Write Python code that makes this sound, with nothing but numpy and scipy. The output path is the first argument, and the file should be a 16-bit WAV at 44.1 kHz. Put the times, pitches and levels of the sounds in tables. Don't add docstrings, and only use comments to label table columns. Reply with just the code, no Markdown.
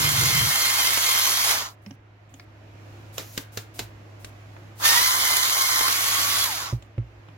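import sys
import numpy as np
from scipy import signal
from scipy.io import wavfile
from scipy.ndimage import uniform_filter1d

SR = 44100
rng = np.random.default_rng(int(sys.argv[2]) if len(sys.argv) > 2 else 0)


def master(y):
    cut = np.clip(np.atleast_2d(y).T, -1, 1)
    pcm = np.round(cut * 32767)
    wavfile.write(sys.argv[1], SR, pcm.astype(np.int16))


def level_to_linear(level):
    exponent = np.asarray(level, float) / 20
    return 10 ** exponent


N = 325017
FRAME, HOP = 512, 128

# (start t/s, let go t/s, standstill t/s)
RUNS = [
    (-.2, 1.47, 1.76),
    (4.795, 6.445, 6.8),
]
# (f/Hz, correlation)
RUSH_SAME = [(100, .9), (400, 0.95), (1000, 0.5), (3000, 0.1), (6000, 0.83), (12000, 0.1)]
# (f/Hz, correlation)
AIR_SAME = [(30, .88), (130, .93), (290, .75), (640, .3), (1400, -.17), (4000, 0)]

ATTACK_DB = -30.5
STOP_DB, STOP_POWER = -45.5, 6.2


def evened(x):
    return x / np.sqrt(np.mean(x ** 2) + 1e-20)


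def read(points, hz):
    f, value = np.transpose(points)
    return np.interp(np.log(hz + 1), np.log(f + 1), value)


def add(mix, s, sound):
    part = mix[:, round(s * SR):][:, :sound.shape[1]]
    part += sound[:, :part.shape[1]]


def panned(sound, pan_db):
    return sound * level_to_linear([[pan_db / 2], [-pan_db / 2]])


def bump(t, s, half):
    return np.exp(-((t - s) / half) ** 2)


def between(t, start, end, fade=.005):
    return np.clip((t - start) / fade, 0, 1) * np.clip((end - t) / fade, 0, 1)


def wander(hz):
    slow = signal.lfilter(*signal.butter(2, hz, fs=SR / HOP), rng.standard_normal(N // HOP + 2))
    return np.interp(np.arange(N) / HOP, np.arange(len(slow)), evened(slow))


def noise(colour, same, lead=None, patchy_db=1.5, size=FRAME, shape_db=None):
    # (f/Hz, left over right level/dB)
    balance = [(60, 0.5), (180, -2), (550, -1), (1650, -3), (4970, -2.2), (15000, -1)]
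    hop = size // 4
    frames, hz = N // hop + 5, np.fft.rfftfreq(size, 1 / SR)
    a, b, c, d, patches = rng.standard_normal((frames, len(hz), 5)).T
    patches = evened(uniform_filter1d(uniform_filter1d(patches, 6, 0), 14, 1))
    same = np.clip(read(same, hz), -1, 1)[:, None]
    turn = 1 if lead is None else np.exp(-1j * read(lead, hz))[:, None]
    left = a + 1j * b
    right = same * turn * left + np.sqrt(1 - same ** 2) * (c + 1j * d)
    z = np.array([left, right]) * level_to_linear(read(colour, hz)[:, None] + patchy_db * patches)
    unit = np.sqrt(np.mean(signal.istft(z, nperseg=size, noverlap=size - hop)[1].mean(0) ** 2))
    if shape_db:
        lean_db = read(balance, hz)[:, None] * np.array([.5, -.5])[:, None, None]
        z *= level_to_linear(shape_db(hz[:, None], np.arange(frames) * hop / SR) + lean_db)
    return signal.istft(z, nperseg=size, noverlap=size - hop)[1][:, :N] / unit


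def motion(t, run, speed):
    # (t/s, sag f/Hz, half length t/s)
    bites = [(.05, 55, .06), (.22, 54, .065), (.37, 62, .075), (.55, 35, .045), (.66, 50, .1),
             (.845, 85, .05), (1.08, 28, .06), (1.23, 52, .12), (4.86, 150, .17), (5.13, 32, .055),
             (5.28, 42, .05), (5.39, 68, .075), (5.57, 25, .05), (5.72, 66, .08), (5.84, 62, .07),
             (6.055, 22, .03), (6.17, 36, .06), (6.45, 30, .1)]
    full_load_hz = 45
    spin_up_s = .011
    (start, stop, still), (free_hz, gain, coast_s) = run, speed
    sag = sum(depth * bump(t, s, half) for s, depth, half in bites)
    on, off = np.clip(t - start, 0, stop - start), np.clip(t - stop, 0, still - stop)
    hz = (free_hz + gain * on - sag) * (1 - np.exp(-on / spin_up_s)) * np.exp(-off / coast_s)
    return hz, np.tanh(sag / full_load_hz), off / coast_s / np.log(2), off / (still - stop)


def surge(t, start):
    attack_s, surge_s = 0.057, .16
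    return np.exp(-abs(t - start - attack_s) / surge_s), np.clip(1 - (t - start) / attack_s, 0, 1)


def gears(run, speed, surge_db, overtones):
    load_whine_db = [5, 12, 4, 7, 7, 7]
    teeth = 16
    coast_load = .95
    coast_lead = -1.2
    whine_db_per_octave, surge_whine = 6.5, .8
    housing_hz, housing_db = 1080, -16
    t = np.arange(N) / SR
    tilt = np.clip((t - run[0]) / (run[1] - run[0]), 0, 1) ** 2.6
    free = np.clip((t - run[1]) / .03, 0, 1)
    hz, load, lost, dying = motion(t, run, speed)
    gate = between(t, run[0], run[2], fade=.01)
    push, rise = surge(t, run[0])
    load = np.maximum(load * (1 - free), coast_load * free)
    turns = np.cumsum(hz * (1 + 0.0055 * wander(102))) / SR
    shared_db = (surge_whine * surge_db * push + ATTACK_DB * rise
                 - whine_db_per_octave * lost + STOP_DB * dying ** STOP_POWER)
    out = np.zeros((2, N))
    for (k, lead, last_lead, db, last_db), load_db in zip(overtones, load_whine_db):
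        level_db = db + tilt * (last_db - db) + load_db * load + shared_db
        level_db = level_db + housing_db * free * np.log2((k * hz + 1) / housing_hz) ** 2
        shift = (1 - free) * (lead + tilt * (last_lead - lead)) + free * coast_lead
        for side in (0, 1):
            wave = np.cos(2 * np.pi * round(k) * turns + (1 - side) * shift)
            out[side] += level_to_linear(level_db + 4.0 * wander(21.86)) * wave
    return np.sqrt(2) * gate * out, gate * np.cos(2 * np.pi * turns / teeth)


def shadowed(x):
    # (from t/s, to t/s, centre f/Hz, width f/Hz, level/dB)
    centre_dip = (5.0, 5.9, 2620, 260, -22)
    start, end, dip_hz, width, shadow_db = centre_dip
    hz, t, z = signal.stft(x, SR, nperseg=FRAME)
    depth = np.clip(0.75 + 0.3 * np.interp(t, np.arange(N) / SR, wander(14)), 0, 1.5)
    depth = depth * between(t, start, end, fade=.08)
    keep = level_to_linear(shadow_db * depth * np.exp(-((hz[:, None] - dip_hz) / width) ** 4))
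    return signal.istft(z - (1 - keep) * z.mean(0), SR, nperseg=FRAME)[1][:, :N]


def driver():
    # (free tooth rate f/Hz, gain as the beans run out Hz/s, coasting t/s)
    speeds = [(1094, 5, .14), (1047, 64, .215)]
    # (rush level/dB, starting surge level/dB, jolt at let go level/dB)
    efforts = [(-27, -2, 4.5), (-27.5, 6, -2.5)]
    # (multiple, left lead at start/rad, at end/rad, level at start/dB, at end/dB)
    overtones_a = [(1, -2.5, -2.5, -43.5, -41), (2, -1.7, 1.5, -42.5, -52), (3, -2, -2, -38, -37.5),
                   (4, -2, -1, -42.5, -42.5), (5, -1, -2.5, -49, -59), (6, -13, 0, -58, -53.5)]
    overtones_b = [(1, -2.8, -.3, -38, -39), (2, 1.3, 4, -45, -49), (3, 3.5, 4.2, -42, -38),
                   (4, 4.3, 0, -43, -46), (5, -1.5, -2, -53, -56), (6, .7, 4, -51, -54)]
    # (f/Hz, level/dB per Hz)
    rush_colour = [(110, -72), (180, -41.5), (272, -17.5), (404, -22), (905, -11.5), (1090, -5), (1680, -5),
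                   (2070, -1), (2640, -6), (3180, -3), (3840, -2.5), (6500, -3), (7990, -7.5), (11600, -1),
                   (16000, -9.5)]
    # (f/Hz, phase/rad)
    rush_lead = [(0, 3), (600, 1.03), (1120, -2.5), (2240, -2), (2500, -3.5), (3100, -2), (3530, -3.5),
                 (4050, -3), (5430, -2), (7920, -1), (10600, -10.5), (10900, 6.5), (12700, -18.5),
                 (16500, 32)]
    jolt_delay_s, jolt_rise_s, jolt_fall_s = 0.03, 0.022, 0.13
    load_rush_db, coast_db_per_octave = 1, 5.5
    hiss_db, hiss_coast_db = -3.5, -22
    body_db, body_coast_db = 5, 16.5

    def shape_db(hz, t):
        level = 0
        high, low = np.clip((hz - 7000) / 1200, 0, 1), np.clip((1900 - hz) / 900, 0, 1)
        for run, speed, (db, surge_db, jolt_db) in zip(RUNS, speeds, efforts):
            start, stop, still = run
            _, load, lost, dying = motion(t, run, speed)
            push, rise = surge(t, start)
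            jolt_s = stop + jolt_delay_s
            jolt = bump(t, jolt_s, np.where(t < jolt_s, jolt_rise_s, jolt_fall_s))
            rush_db = db + ATTACK_DB * rise + surge_db * push + load_rush_db * load + jolt_db * jolt
            rush_db = rush_db - coast_db_per_octave * lost + STOP_DB * dying ** STOP_POWER
            slow = rise + dying ** 2
            tone_db = high * (hiss_db + hiss_coast_db * slow) + low * (body_db + body_coast_db * slow)
            level = level + between(t, start, still) * level_to_linear(rush_db + tone_db)
        return 20 * np.log10(level + 1e-9)

    rush = level_to_linear(5.0) * shadowed(noise(rush_colour, RUSH_SAME, rush_lead, shape_db=shape_db))
    whine_a, throb_a = gears(RUNS[0], speeds[0], efforts[0][1], overtones_a)
    whine_b, throb_b = gears(RUNS[1], speeds[1], efforts[1][1], overtones_b)
    cracks = np.minimum(rng.exponential(1, N), 4) * (rng.random(N) < 120 / SR)
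    cracks = signal.oaconvolve(cracks, np.exp(-np.arange(600) / SR / 0.0026))[:N]
    rush = rush * (1 + 0.05 * (throb_a + throb_b)) * (0.77 + 0.19 * cracks) * level_to_linear(0.35 * wander(28))
    return rush + whine_a + whine_b


def shudder():
    # (until t/s, level/dB)
    drone = (0.518, -33.5)
    # (t/s, level/dB, half length t/s)
    rocks = [
        (0.036, -30, 0.082),
        (0.222, -30, 0.047),
        (0.313, -38.5, 0.031),
        (0.408, -31.5, 0.055),
    ]
    # (f/Hz, level/dB per Hz)
    drone_colour = [(15, -53.5), (32, -28.5), (75, -11.5), (129, 7.5), (177, -12.5), (237, -18.5),
                    (349, -13.5), (419, -40), (450, -14), (580, -53), (990, -120)]
    t = np.arange(N) / SR
    level = level_to_linear(drone[1]) * between(t, -1, drone[0], fade=0.043)
    level = level + sum(level_to_linear(db) * bump(t, s, half) for s, db, half in rocks)
    return level * noise(drone_colour, AIR_SAME, patchy_db=-0.8, size=2048)


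def room():
    # (t/s, level/dB)
    room_gain = [(0, -1), (.7, -3), (1.54, -3.5), (2.02, -6.5), (2.4, -4), (2.95, 2), (3.5, -0.5), (4.7, 1),
                 (5.54, -5.5), (6.3, 0.5), (6.95, -3.5), (7.37, -1.5)]
    # (f/Hz, level/dB per Hz)
    air_colour = [(15, -60), (36, -36), (55, -10), (80, -20), (140, -16), (190, -25), (330, -17),
                  (400, -25), (620, -22), (900, -27), (2500, -32), (3500, -39), (7300, -46), (8300, -56),
                  (13000, -53), (16000, -60)]
    hum_hz, hum_db, air_db, rumble_db = 103.9, -47, -51.5, 5
    air_share, dark_db = 0.91, 1.15

    def shape_db(hz, t):
        gain_db = np.interp(t, *np.transpose(room_gain))
        running = sum(between(t, run[0], run[2], fade=.1) for run in RUNS)
        treble = np.clip((hz - 2000) / 5000, 0, 1)
        return gain_db * (air_share + dark_db * treble) + rumble_db * running * (hz < 120)

    turns = np.cumsum(hum_hz * (1 + 0.007 * wander(1.5))) / SR
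    gain_db = np.interp(np.arange(N) / SR, *np.transpose(room_gain))
    hum = np.sqrt(2) * level_to_linear(hum_db + gain_db + 0.4 * wander(6.3)) * np.cos(2 * np.pi * turns)
    air = noise(air_colour, AIR_SAME, patchy_db=1.0, size=2048, shape_db=shape_db)
    return panned(hum, -1) + level_to_linear(air_db) * air


def ticks():
    # (t/s, peak level/dB, lower pitch f/Hz, pan/dB, snap level/dB)
    tick_events = [(0.975, -26, 1500, 0.5, -30), (5.81, -24.5, 1300, -1, -25), (1.862, -44, 2800, -1, -3),
                   (1.909, -46.5, 3100, -6, 0), (2.293, -63, 3800, -3, -5), (2.34, -48, 3500, -2, -12),
                   (2.397, -43.5, 2390, 1, -10), (4.246, -33.5, 3300, 0.5, 28),
                   (4.565, -45.5, 1000, -3, -18.5), (6.824, -48, 3900, 0.5, 4), (6.98, -44.5, 1140, 3, -35),
                   (7.286, -50.5, 1380, 1, -25)]
    pitch_ratio, burst_t60 = 1.9, .03
    out, t = np.zeros((2, N)), np.arange(3000) / SR
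    for s, db, hz, pan_db, snap_db in tick_events:
        burst = rng.standard_normal((2, len(t))) * level_to_linear(-60 * t / burst_t60)
        modes = np.sin(2 * np.pi * hz * t) + np.sin(2 * np.pi * hz * pitch_ratio * t)
        ringing = np.exp(-t / 0.00041) * modes
        tick = signal.fftconvolve(burst, ringing[None] / np.linalg.norm(ringing), axes=1)[:, :len(t)]
        tick = tick + level_to_linear(snap_db) * uniform_filter1d(burst, size=3)
        add(out, s, panned(level_to_linear(db + 11) * tick / abs(tick).max(), pan_db))
    return out


def knocks():
    # (t/s, peak level/dB, pitch f/Hz, t60/s, upper modes level/dB)
    knock_events = [
        (1.864, -40, 203, 0.12, -8),
        (1.907, -39.5, 270, 0.068, -2),
        (2.335, -48, 274, 0.09, -6),
        (3.182, -68, 112, 0.19, -52),
        (3.38, -40, 283, 0.082, -8),
        (3.57, -37, 107, 0.077, -23),
        (3.793, -48.5, 113, 0.27, 0),
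        (6.726, -21.5, 119, 0.11, -7),
        (6.978, -24.5, 115, 0.14, -7.5),
        (7.283, -46, 306, 0.042, 6),
    ]
    # (pitch ratio, level/dB)
    upper_modes = [(.5, -10.5), (2.102, -4.5), (2.9, 0), (4.6, 2.5)]
    out, t = np.zeros((2, N)), np.arange(12000) / SR
    for s, db, hz, t60, upper_db in knock_events:
        body = level_to_linear(-60 * t / t60) * np.sin(2 * np.pi * hz * t)
        for ratio, g in upper_modes:
            fall = level_to_linear(upper_db + g - 60 * t / t60 * ratio ** 1.13)
            body -= fall * np.sin(2 * np.pi * hz * ratio * t)
        add(out, s, panned(level_to_linear(db + 15) * body * (1 - np.exp(-t / 0.014)), -2.4))
    return out


def causal(colour, tilt_db):
    hz = abs(np.fft.fftfreq(2048, 1 / SR))
    level_db = read(colour, hz) + tilt_db * np.log2((hz + 50) / 3000)
    log_gain = np.log(level_to_linear(np.maximum(level_db, -80)))
    return np.fft.ifft(np.exp(np.conj(signal.hilbert(log_gain)))).real[:1024]


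def clutch():
    # (t/s, peak level/dB, crack t60/s, pan/dB, tail level/dB)
    notches = [
        (3.181, -16.5, 0.01, -2, -10),
        (3.377, -12.5, 0.026, 0, -21),
        (3.573, -16.5, 0.04, 0.5, -11),
        (3.792, -14.5, 0.036, -1.5, -12),
    ]
    # (f/Hz, level/dB per Hz)
    ring_colour = [(88, -16), (150, -4.5), (361, 0), (1140, -3.5), (1760, -1), (2920, 0.5), (3620, 2),
                   (4000, 4), (4670, 0.5), (7180, 0.5), (8900, -9), (13400, -0.5), (16000, -12.5)]
    # (from t/s, to t/s, level/dB, fade t/s)
    rub_span = (3.18, 3.43, -52, .02)
    # (f/Hz, level/dB per Hz)
    rub_colour = [(1180, -34), (2000, -10), (4770, -4), (5780, -3), (6880, 0), (8120, -18), (11700, -1),
                  (16000, -7)]
    slip_s = .008
    out, t = np.zeros((2, N)), np.arange(5000) / SR - slip_s
    ringing = causal(ring_colour, tilt_db=-2.5)
    for s, db, t60, pan_db, tail_db in notches:
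        slip = 0.11 * np.exp(t / 0.0081)
        crack = level_to_linear(-60 * t / t60) + level_to_linear(tail_db - 60 * t / 0.17)
        fall = np.where(t < 0, slip, crack)
        shared, apart = rng.standard_normal(len(t)), rng.standard_normal((2, len(t)))
        burst = (0.66 * shared + 0.75 * apart) * fall
        snap = signal.fftconvolve(burst, ringing[None], axes=1)[:, :len(t)]
        add(out, s - slip_s, panned(level_to_linear(db + 1.5) * snap / abs(snap).max(), pan_db))
    start, end, rub_db, fade = rub_span
    rub = level_to_linear(rub_db) * noise(rub_colour, RUSH_SAME, patchy_db=0)
    return out, between(np.arange(N) / SR, start, end, fade) * rub


def kitchen(x):
    # (f/Hz, t60/s)
    decay = [(200, 0.1), (1000, 0.48), (4000, 0.23), (12000, 0.15)]
    taps = np.zeros((2, SR // 2))
    at = np.arange(200, SR // 2 - 20, 20)
    at = at + rng.integers(0, 20, (2, len(at)))
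    np.put_along_axis(taps, at, rng.choice([-1., 1.], at.shape), 1)
    hz, t, z = signal.stft(taps, SR, nperseg=256)
    tail = signal.istft(z * level_to_linear(-60 * t / read(decay, hz)[:, None]), SR, nperseg=256)[1]
    return signal.fftconvolve(x, tail / np.linalg.norm(tail[0]), axes=1)[:, :N]


def scene():
    snaps, rub = clutch()
    hits = snaps + ticks()
    return driver() + shudder() + room() + rub + knocks() + hits + level_to_linear(-12.5) * kitchen(hits)


def gated(x):
    gate_db, gate_depth_db, gate_top_hz = -10.5, -15, 750
    mid_side = np.array([x[0] + x[1], x[0] - x[1]]) / 2
    hz, t, z = signal.stft(mid_side, SR, nperseg=2048, noverlap=1536)
    power = abs(z) ** 2 + 1e-16
    near = uniform_filter1d(uniform_filter1d(power, size=3, axis=1), size=7, axis=2)
    under_db = 10 * np.log10(abs(near) / power[:, hz > 1000].mean((0, 1))) - gate_db
    shut = np.clip(-under_db / 3, 0, 1) * (hz[:, None] < gate_top_hz)
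    z = z * level_to_linear(gate_depth_db * shut)
    mid, side = signal.istft(z, SR, nperseg=2048, noverlap=1536)[1][:, :N]
    return np.array([mid + side, mid - side])


def top_cut(x):
    return signal.sosfilt(signal.butter(12, 16860, fs=SR, output="sos"), x)


def record(dry):
    halo_floor_db = -61.5
    treble = signal.lfilter(*signal.butter(2, 3000, "high", fs=SR), dry)
    power = uniform_filter1d(uniform_filter1d((treble ** 2).mean(0), 4200), 700)
    halo = signal.lfilter(*signal.butter(1, 2500, "high", fs=SR), rng.standard_normal((2, N)))
    opened = np.maximum(power - level_to_linear(halo_floor_db) ** 2, 0) ** 0.42
    heard = gated(dry) + level_to_linear(-14.5) * opened * halo
    edge = signal.firwin(301, 16100, window=("kaiser", 5), fs=SR)
    return top_cut(signal.oaconvolve(heard, edge[None], "same"))


dry = scene()
out = record(dry)
master(out)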